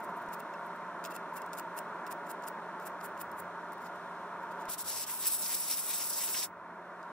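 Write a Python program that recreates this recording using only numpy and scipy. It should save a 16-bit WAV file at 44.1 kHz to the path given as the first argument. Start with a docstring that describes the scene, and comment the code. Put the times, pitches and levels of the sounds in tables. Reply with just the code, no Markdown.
"""Folded sandpaper is flicked along the slots of a hollow wooden piece: gritty noise swells, short flicks
and ringing knocks. Then an air gun sweeps the slots: a gated noise jet with bright flares and duller puffs.
A dust extractor roars throughout (coloured noise, impeller tones), its body sinking while the gun blows;
a low rumble (narrow-band noise) lies under it. Two faint low thumps are heard, the second as the air gun
opens (single rounded pulses). Two ports hear bass alike, treble out of step."""
import sys
import numpy as np
from scipy import signal
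from scipy.fft import rfft, irfft
from scipy.io import wavfile
from scipy.ndimage import uniform_filter1d

SR = 44100
rng = np.random.default_rng(int(sys.argv[2]) if len(sys.argv) > 2 else 0)


def unload_wav(signal):
    """Save mono or channel-first audio to the path in sys.argv[1] as 16-bit WAV at rate SR, clipped to [-1, 1]."""
    wavfile.write(
        sys.argv[1],
        SR,
        np.round(np.clip(np.atleast_2d(signal).T, -1, 1) * 32767).astype(np.int16),
    )


N = 313972

# edges of the separately flickering noise bands: f/Hz
BAND_EDGES_HZ = (3100, 4500, 6300, 7300, 8700, 10000, 12300, 14000)


def sandpaper(grit_db=2.0):
    """Grit catches the fibres in countless tiny slips of uneven size; the paper's edge flicks off ribs."""
    # colour, centre: f/Hz, relative density level/dB
    sand_centre = [(300, -50), (1410, -17), (2400, -10), (2680, -9), (3380, -16), (4250, -15.5),
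                   (5140, -8.5), (6030, -15.5), (7890, -3.5), (8550, -3), (9480, 0), (11200, -2.5),
                   (13200, 2), (16000, -1)]
    # colour, side (plus left, minus right): f/Hz, relative density level/dB
    sand_side = [(1410, -53), (2400, -26), (2660, -11), (3000, -16), (4830, -11), (5390, -18), (6950, -6),
                 (7830, -12), (8550, 2.5), (13200, 2), (16000, 0)]
    # strokes along a slot: top t/s, swell/ms, high treble level/dB, low minus high treble/dB
    strokes = [(.004, 14, -64, -6), (.044, 23, -56, -10), (.098, 18, -68, -5), (.176, 29, -62, -11),
               (.222, 22, -65, -6), (0.339, 24, -52, -6.5), (.399, 14, -60, -6), (.666, 20, -64, -12),
               (.763, 20, -67, -8), (1.057, 20, -52, 0), (1.117, 18, -53, -5), (1.154, 22, -53.5, -3.5),
               (1.343, 16, -62, -6), (1.372, 29, -49.5, -9), (1.552, 14, -62, -5), (1.587, 27, -48.5, -7),
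               (1.781, 22, -46.5, -8), (2.075, 15, -59, -4), (2.118, 18, -46.5, -8.5),
               (2.27, 14, -60.5, -3), (2.306, 27, -50, -7.5), (2.441, 14, -62.5, 6), (2.479, 19, -48, -7.5),
               (2.83, 44, -64.5, -3), (2.87, 21, -46.5, -9), (3.053, 30, -48, -10), (3.192, 16, -62, -6),
               (3.213, 26, -49.5, -8.5), (3.392, 28, -49.5, -12), (3.825, 30, -66, -3),
               (3.863, 37, -63, 1.5), (3.96, 20, -70, -4), (4.432, 26, -69, -3), (4.52, 17, -64, 0),
               (4.616, 40, -64.5, -1)]
    # edge catches or flicks off a rib: top t/s, high treble level/dB, low minus high treble/dB
    flicks = [(.2612, -68, 0), (.2883, -63, 2), (.403, -52, -2), (0.538, -69, 11), (1.042, -50, 2),
              (1.051, -49.5, 7.5), (1.072, -55, 0), (1.102, -60, -3), (1.1635, -47, -3), (1.195, -68, -4),
              (1.4196, -53.5, -1.5), (1.463, -56, -6), (1.5327, -49.5, -2), (1.5387, -49, -3),
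              (1.597, -43, -5), (1.789, -39.5, -10), (2.067, -51, 0), (2.126, -44, -5.5),
              (2.3145, -42, -12), (2.424, -66, 6), (2.453, -63, -6), (2.485, -42, -10), (2.8, -63, -2),
              (2.8205, -65, 0), (3.006, -64, 0), (3.0126, -58, 2), (3.17, -67, -3), (3.1775, -62, 1),
              (3.219, -41, -15), (3.317, -53, -8), (3.401, -43, -17), (3.7225, -55, -4), (3.732, -53, -10),
              (3.7365, -60, -10), (3.781, -65, -8), (3.8085, -64, -6), (3.824, -62, -6), (4.6555, -56, 1),
              (7.03, -72, 8)]
    flick_ms, drag_db, drag_times = 3.3, -16.5, 2.1  # drag: fainter, longer swell around each stroke

    slip_db = grit_db * np.repeat(rng.exponential(size=N // 16 + 1), 16)[:N]
    slips = rng.standard_normal((2, N)) * undb(slip_db)
    rows = [(s, db, tilt_db) for s, ms, db, tilt_db in strokes]
    lengths_ms = np.array([ms for s, ms, db, tilt_db in strokes])

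    level_db, tilt_db = swells(rows, lengths_ms, fall=0.78)
    drag_level_db, _ = swells(rows, drag_times * lengths_ms, fall=0.97)
    level_db = np.maximum(level_db, drag_level_db + drag_db)
    flick_level_db, flick_tilt_db = swells(flicks, [flick_ms] * len(flicks), fall=1.44)
    tilt_db = np.where(flick_level_db > level_db, flick_tilt_db, tilt_db)
    level_db = np.maximum(level_db, flick_level_db)

    bands = ports(slips, sand_centre, sand_side, BAND_EDGES_HZ)
    return play(bands, level_db + 1.2 * walk(250), tilt_db, round_ms=.6, patchy_db=1.6, rate_hz=50)


def piece(push_ms=6.6):
    """Each knock of the paper on a rib is a brief rough push that leaves the hollow wood ringing."""
    # modes of the hollow wood: f/Hz, t60/s
    wood_modes = [(2710, .05), (5280, .02)]
    # knocks: t/s, lower mode peak level/dB, upper minus lower mode/dB
    knocks = [(0.401, -55, -14), (0.538, -56, 2), (1.0544, -56, 8), (1.117, -53, -14), (1.1622, -48, -12),
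              (1.3768, -54, -5), (1.419, -58, -5), (1.5369, -66, 8), (1.5854, -52, -8), (1.7754, -51, -3),
              (2.0659, -62, 5), (2.1141, -57, 2), (2.3044, -57, 3), (2.4748, -53, -1), (3.0096, -63, 8)]
    out, t = np.zeros(N + SR), np.arange(SR // 8) / SR
    decay = np.exp(-np.arange(400) / (push_ms * SR / 1000))
    for (s, db, upper_db), rough in zip(knocks, rng.standard_normal((len(knocks), 400))):
        push = rough * decay
        start = int(s * SR)
        for (hz, t60), mode_db in zip(wood_modes, (db, db + upper_db)):
            ring = signal.fftconvolve(push, np.sin(2 * np.pi * hz * t) * undb(-60 * t / t60))
            out[start:start + len(ring)] += undb(mode_db) * ring / np.abs(ring).max()
    return out[:N] * undb(np.array([[1.0], [-1.0]]))  # 1 dB up on the left, 1 dB down on the right


def air_gun(open_ms=4.5, shut_ms=11.3):
    """A plain jet gated by the trigger, giving way to a brighter ringing hiss as it crosses a slot."""
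    # trigger pulls, opening to shutting: t/s, high treble level/dB, low minus high treble/dB
    pulls = [
        [(4.69, -50, -1), (4.698, -44.5, -8), (4.742, -43.5, -1.5)],
        [(4.782, -46.5, -8), (4.802, -44.5, -5), (4.821, -45, -8)],
        [(4.845, -49.5, -5), (4.901, -40.5, -3), (4.909, -46, 0), (5.023, -42.5, -5), (5.041, -48, 1.5)],
        [(5.068, -47, -6), (5.092, -43, -6), (5.19, -47.5, -8.5), (5.206, -40, -8), (5.244, -45, 0.5),
         (5.268, -32, -10), (5.296, -44, -3.5), (5.34, -36, -9), (5.384, -45, -9), (5.41, -37.5, -9.5),
         (5.432, -43, -5), (5.47, -39, -3), (5.476, -36.5, -9), (5.516, -42, -4.5), (5.536, -36, -4.5),
         (5.59, -44.5, -6.5), (5.606, -38, -9.5), (5.622, -43, -5.5), (5.73, -38.5, -4.5),
         (5.77, -41.5, -7)] + [(5.8, -42.5, -6), (5.83, -44, -7.5), (5.91, -38, -4.5), (5.928, -46, 0),
         (5.938, -38, -5), (5.972, -43, -3), (5.98, -38, -7), (5.996, -44, -3), (6.004, -39, -2.5),
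         (6.09, -44, -6.5), (6.098, -39, -12), (6.114, -44.5, -4.5), (6.24, -37, -5), (6.266, -40.5, -8.5),
         (6.278, -44, 0.5), (6.32, -38, -9.5), (6.356, -43.5, -1), (6.366, -39, -0.5), (6.404, -40, -3.5),
         (6.424, -46, 3), (6.436, -38, -0.5), (6.446, -40, -3)],
    ]
    # jet colour, centre: f/Hz, relative density level/dB
    jet_centre = [(60, -50), (100, -29), (250, -10), (800, -16.5), (1900, -17.5), (2760, -13.5),
                  (3360, -11.5), (4470, -7.5), (5340, -3.5), (6980, -9.5), (7980, -2), (8900, -7.5),
                  (10600, -4), (12400, -8), (15200, -5.5), (16000, -11)]
    # jet colour, side (plus left, minus right): f/Hz, relative density level/dB
    jet_side = [(60, -60), (100, -26), (1120, -22), (1900, -41), (2400, -26), (2840, -23), (4850, -7.5),
                (8200, -5), (8800, 1.5), (10400, -5), (11200, 6.5), (12100, -1), (13200, -0.5), (15200, 0),
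                (16000, -1)]
    # broad slot resonances and dips: f/Hz, width/Hz, level/dB
    slot_modes = [(3770, 260, 7), (5280, 700, 4), (7300, 560, -1), (7970, 440, 4.5), (9300, 400, -2),
                  (10600, 1900, 3.5), (15000, 1200, 3.5)]
    ring_from_db, ring_span_db = -46, 8  # ringing sets in at the first, rules once the span is passed

    t = np.arange(N) / SR
    s, db, colour_db = np.transpose(np.concatenate(pulls))
    gates_db = []
    for pull in pulls:
        before_ms = 1000 * np.maximum(pull[0][0] - t, 0)
        after_ms = 1000 * np.maximum(t - pull[-1][0], 0)
        gates_db.append(-10 * (before_ms / open_ms + after_ms / shut_ms))  # 10 dB per open_ms, shut_ms
    level_db = np.maximum(np.interp(t, s, db) + np.max(gates_db, axis=0), -120)
    tilt_db = np.interp(t, s, colour_db)
    ringing = np.clip((level_db - ring_from_db) / ring_span_db, 0, 1)

    grains = rng.standard_normal((2, 2, N)) * undb(1.0 * walk(600))
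    jet_bands = ports(grains[0], jet_centre, jet_side, BAND_EDGES_HZ)
    jet = play(jet_bands, level_db + 0.87 * walk(60), tilt_db, round_ms=2., patchy_db=1.5, rate_hz=12)
    flare_bands = ports(grains[1], jet_centre, jet_side, BAND_EDGES_HZ, slot_modes)
    flare = play(flare_bands, level_db + 1.9 * walk(90), tilt_db, round_ms=4., patchy_db=1.9, rate_hz=30)
    return jet * np.sqrt(1 - ringing) + flare * np.sqrt(ringing) + inside_rush(level_db + tilt_db)


def inside_rush(jet_low_db):
    """Air rushing inside the hollow: a duller hiss that follows the jet, with puffs as it points straight in."""
    # puffs: top t/s, level/dB
    puff_rows = [(4.69, -55), (5.094, -52), (5.784, -50), (6.284, -47), (6.348, -41.5), (6.43, -44)]
    puff_ms, under_jet_db, edges_hz = 17, -10.5, (1670, 3340)
    band = signal.butter(2, edges_hz, "band", fs=SR, output="sos")
    mid, side = signal.sosfilt(band, rng.standard_normal((2, N)))
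    hiss = unit(mid + .5 * side * np.array([[1], [-1]]))
    rows = [(s, db, 0) for s, db in puff_rows]
    puffs_db, _ = swells(rows, [puff_ms] * len(rows), fall=1.25)
    level_db = np.maximum(jet_low_db + under_jet_db, puffs_db)
    return hiss * undb(level_db + 2.6 * walk(40))


def room(x, t60=0.07, wet_db=-16):
    """A few close reflections off bed and dust shield, plus a short dense echo."""
    # reflections: delay/ms, level/dB
    reflections = [(1.13, -22), (2.7, -25), (4.9, -18.5)]
    t = np.arange(int(.3 * SR)) / SR
    tail = rng.standard_normal((2, len(t))) * undb(-60 * t / t60)
    tail *= undb(wet_db) / np.sqrt(np.sum(tail ** 2, axis=1, keepdims=True))
    near = sum(undb(db) * np.roll(x, int(ms * SR / 1000), axis=1) for ms, db in reflections)
    return x + near + signal.fftconvolve(x, tail, axes=1)[:, :N]


def extractor():
    """Turbulent roar in hose and housing, with slightly wavering impeller tones."""
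    # airflow, centre: f/Hz, relative density level/dB
    airflow_centre = [(18, -74), (30, -48), (141, -13.5), (170, -6.5), (273, -5), (415, -5), (499, -9.5),
                      (569, -2.5), (822, -7), (937, 3), (1160, -1.5), (1460, -2.5), (2900, -28.5),
                      (14000, -48), (16000, -50)]
    # airflow, side (plus left, minus right): f/Hz, relative density level/dB
    airflow_side = [(18, -74.5), (30, -55), (145, -30.5), (174, -27), (499, -28.5), (666, -15), (800, -34),
                    (1000, -19), (1400, -20), (2410, -27.5), (3200, -29), (3600, -25), (4100, -32.5),
                    (6000, -37), (10000, -41.5), (16000, -50)]
    # hose resonances and dips: f/Hz, width/Hz, level/dB
    hose_modes = [(71.5, 46, -22), (271, 31, -6), (407, 50, 2), (518, 27, -3.5), (588, 150, 2.5),
                  (701, 43, 4.5), (835, 39, -7.5), (885, 157, 5), (3300, 463, 0.5), (2520, 86, 0.5),
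                  (4760, 410, -5.5), (5740, 330, 2.5), (9264, 740, 5)]
    # shaft turn, third multiple, blade passing: multiple of shaft, level before the body gain/dB
    impeller_tones = [(1, -60.5), (3, -66.5), (8, -57)]
    # gain over time, body sinking while the air gun blows: t/s, body level/dB, treble level/dB
    roar_gain = [(0, -1.2, -1), (3.5, -1.1, -2), (4.0, -1.7, 0), (4.4, -1.2, -1.5), (4.68, -0.5, 0.5),
                 (4.73, -6.5, 0), (5.1, -8.5, 8), (6.5, -8, -11), (6.7, -5.5, -8), (7.12, -5, -4.5)]
    shaft_hz, reference_db = 176.5, -41  # reference: body RMS before gain and waver

    t = np.arange(N) / SR
    s, body_db, treble_db = np.transpose(roar_gain)
    body, treble = ports(rng.standard_normal((2, N)), airflow_centre, airflow_side, (2600,), hose_modes)
    scale = undb(reference_db) / np.std(body)
    phase = 2 * np.pi * np.cumsum(shaft_hz * (1 + 0.000303 * walk(2.05))) / SR
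    tones = sum(np.sqrt(2) * undb(db + 0.72 * walk(5.33)) * np.sin(k * phase) for k, db in impeller_tones)
    body = scale * body * undb(0.53 * walk(2.74)) + tones
    body = body * undb(np.interp(t, s, body_db))
    return body + scale * treble * undb(np.interp(t, s, treble_db) + 0.29 * walk(8.8))


def rumble():
    """Wavering low rumble through the floor: noise in a narrow bass band."""
    # rumble: t/s, level before waver/dB
    rumble_level = [(0, -83), (2.8, -78.5), (3.6, -73.5), (4.6, -78), (5.7, -73.5), (7.12, -78.5)]
    centre_hz, width_hz = 95.7, 45
    t = np.arange(N) / SR
    edges_hz = [centre_hz - width_hz / 2, centre_hz + width_hz / 2]
    band = signal.butter(3, edges_hz, "band", fs=SR, output="sos")
    mid, side = signal.sosfilt(band, rng.standard_normal((2, N)))
    noise = unit(mid + 0.13 * side * np.array([[1], [-1]]))
    return noise * undb(np.interp(t, *np.transpose(rumble_level)) + 2.6 * walk(5))


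def thumps(width_ms=1.3):
    """Two faint low thumps, the second as the air gun opens: single Gaussian pulses, alike in both ports."""
    # thumps: t/s, peak level/dB
    thump_rows = [(.288, -53), (4.688, -51)]
    t = np.arange(N) / SR
    return sum(undb(db) * np.exp(-.5 * ((t - s) * 1000 / width_ms) ** 2) for s, db in thump_rows)


def swells(rows, lengths_ms, fall):
    """Level and tilt in dB over time: rounded swells, the loudest ruling; fall = fall time / rise time."""
    drop_db = 22.5  # lost one swell length before the top
    t = np.arange(N) / SR
    level_db, tilt_db = np.full(N, -120.), np.zeros(N)
    for (s, db, colour_db), length_ms in zip(rows, lengths_ms):
        near = slice(max(int((s - .2) * SR), 0), int((s + .2) * SR))
        lengths = 1000 * (t[near] - s) / length_ms
        swell_db = db - drop_db * np.where(lengths < 0, -lengths, lengths / fall) ** 1.62
        tilt_db[near] = np.where(swell_db > level_db[near], colour_db, tilt_db[near])
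        level_db[near] = np.maximum(swell_db, level_db[near])
    return level_db, tilt_db


def ports(excite, centre, side, edges_hz, modes=()):
    """Colour noise for two close ports, partly coherent and phase-shifted; return bands split at the edges."""
    # port difference: f/Hz, share following the centre, phase lead/rad
    port_difference = [(300, 0.38, 3.1), (2000, 0.83, 1.7), (3990, .4, 1.74), (6030, 0.35, 1.4),
                       (8000, 0.4, 1.1), (10900, 0.43, 1.74), (15000, 0.76, 1.2)]
    hz = np.fft.rfftfreq(N, 1 / SR) + 1e-3

    def read(table, column):
        rows = np.array(table)
        return np.interp(np.log(hz), np.log(rows[:, 0]), rows[:, column])

    ring_db = sum(db / (1 + (2 * (hz - f) / width) ** 2) for f, width, db in modes)
    one, other = rfft(excite[0]), rfft(excite[1])
    alike = np.clip(read(port_difference, 1), 0, 1)
    following = alike * np.exp(1j * read(port_difference, 2)) * one
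    diff = undb(read(side, 1)) * (following + np.sqrt(1 - alike ** 2) * other)
    pair = undb(read(centre, 1) + ring_db) * one + diff * np.array([[1], [-1]])
    above = [1] + [1 / (1 + (f / hz) ** 16) for f in edges_hz] + [0]
    return [irfft(pair * (a - b), N) for a, b in zip(above, above[1:])]


def play(bands, level_db, tilt_db, round_ms, patchy_db, rate_hz):
    """Let each band flicker alone; set high treble to level, low treble to level + tilt, both smoothed."""
    bands = [band * undb(patchy_db * walk(rate_hz)) for band in bands]
    low, high = sum(bands[:4]), sum(bands[4:])
    size = max(int(round_ms * SR / 1000), 1)
    level_db, tilt_db = uniform_filter1d(level_db, size), uniform_filter1d(tilt_db, 2 * size)
    low = low / low.mean(axis=0).std() * undb(level_db + tilt_db)
    return low + high / high.mean(axis=0).std() * undb(level_db)


def walk(rate_hz):
    """Random levels held 1 / rate_hz s and slewed twice; spread near 1."""
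    k = int(SR / rate_hz)
    steps = np.repeat(rng.standard_normal(N // k + 1), k)
    return 1.3 * uniform_filter1d(uniform_filter1d(steps, k), k)[:N]


def undb(db):
    """Amplitude factor from dB."""
    return 10 ** (np.asarray(db) / 20)


def unit(x):
    """Scale to an RMS of 1."""
    return x / np.sqrt(np.mean(x ** 2))


def scene():
    """The work at the lathe in its small space, plus machine, rumble and thumps."""
    return room(sandpaper() + piece() + air_gun()) + extractor() + rumble() + thumps()


def record(dry):
    """The recorder cuts the top with a steep elliptic low-pass."""
    top_hz = 15700
    return signal.sosfilt(signal.ellip(16, .2, 70, top_hz, fs=SR, output="sos"), dry)


dry = scene()
out = record(dry)
unload_wav(out)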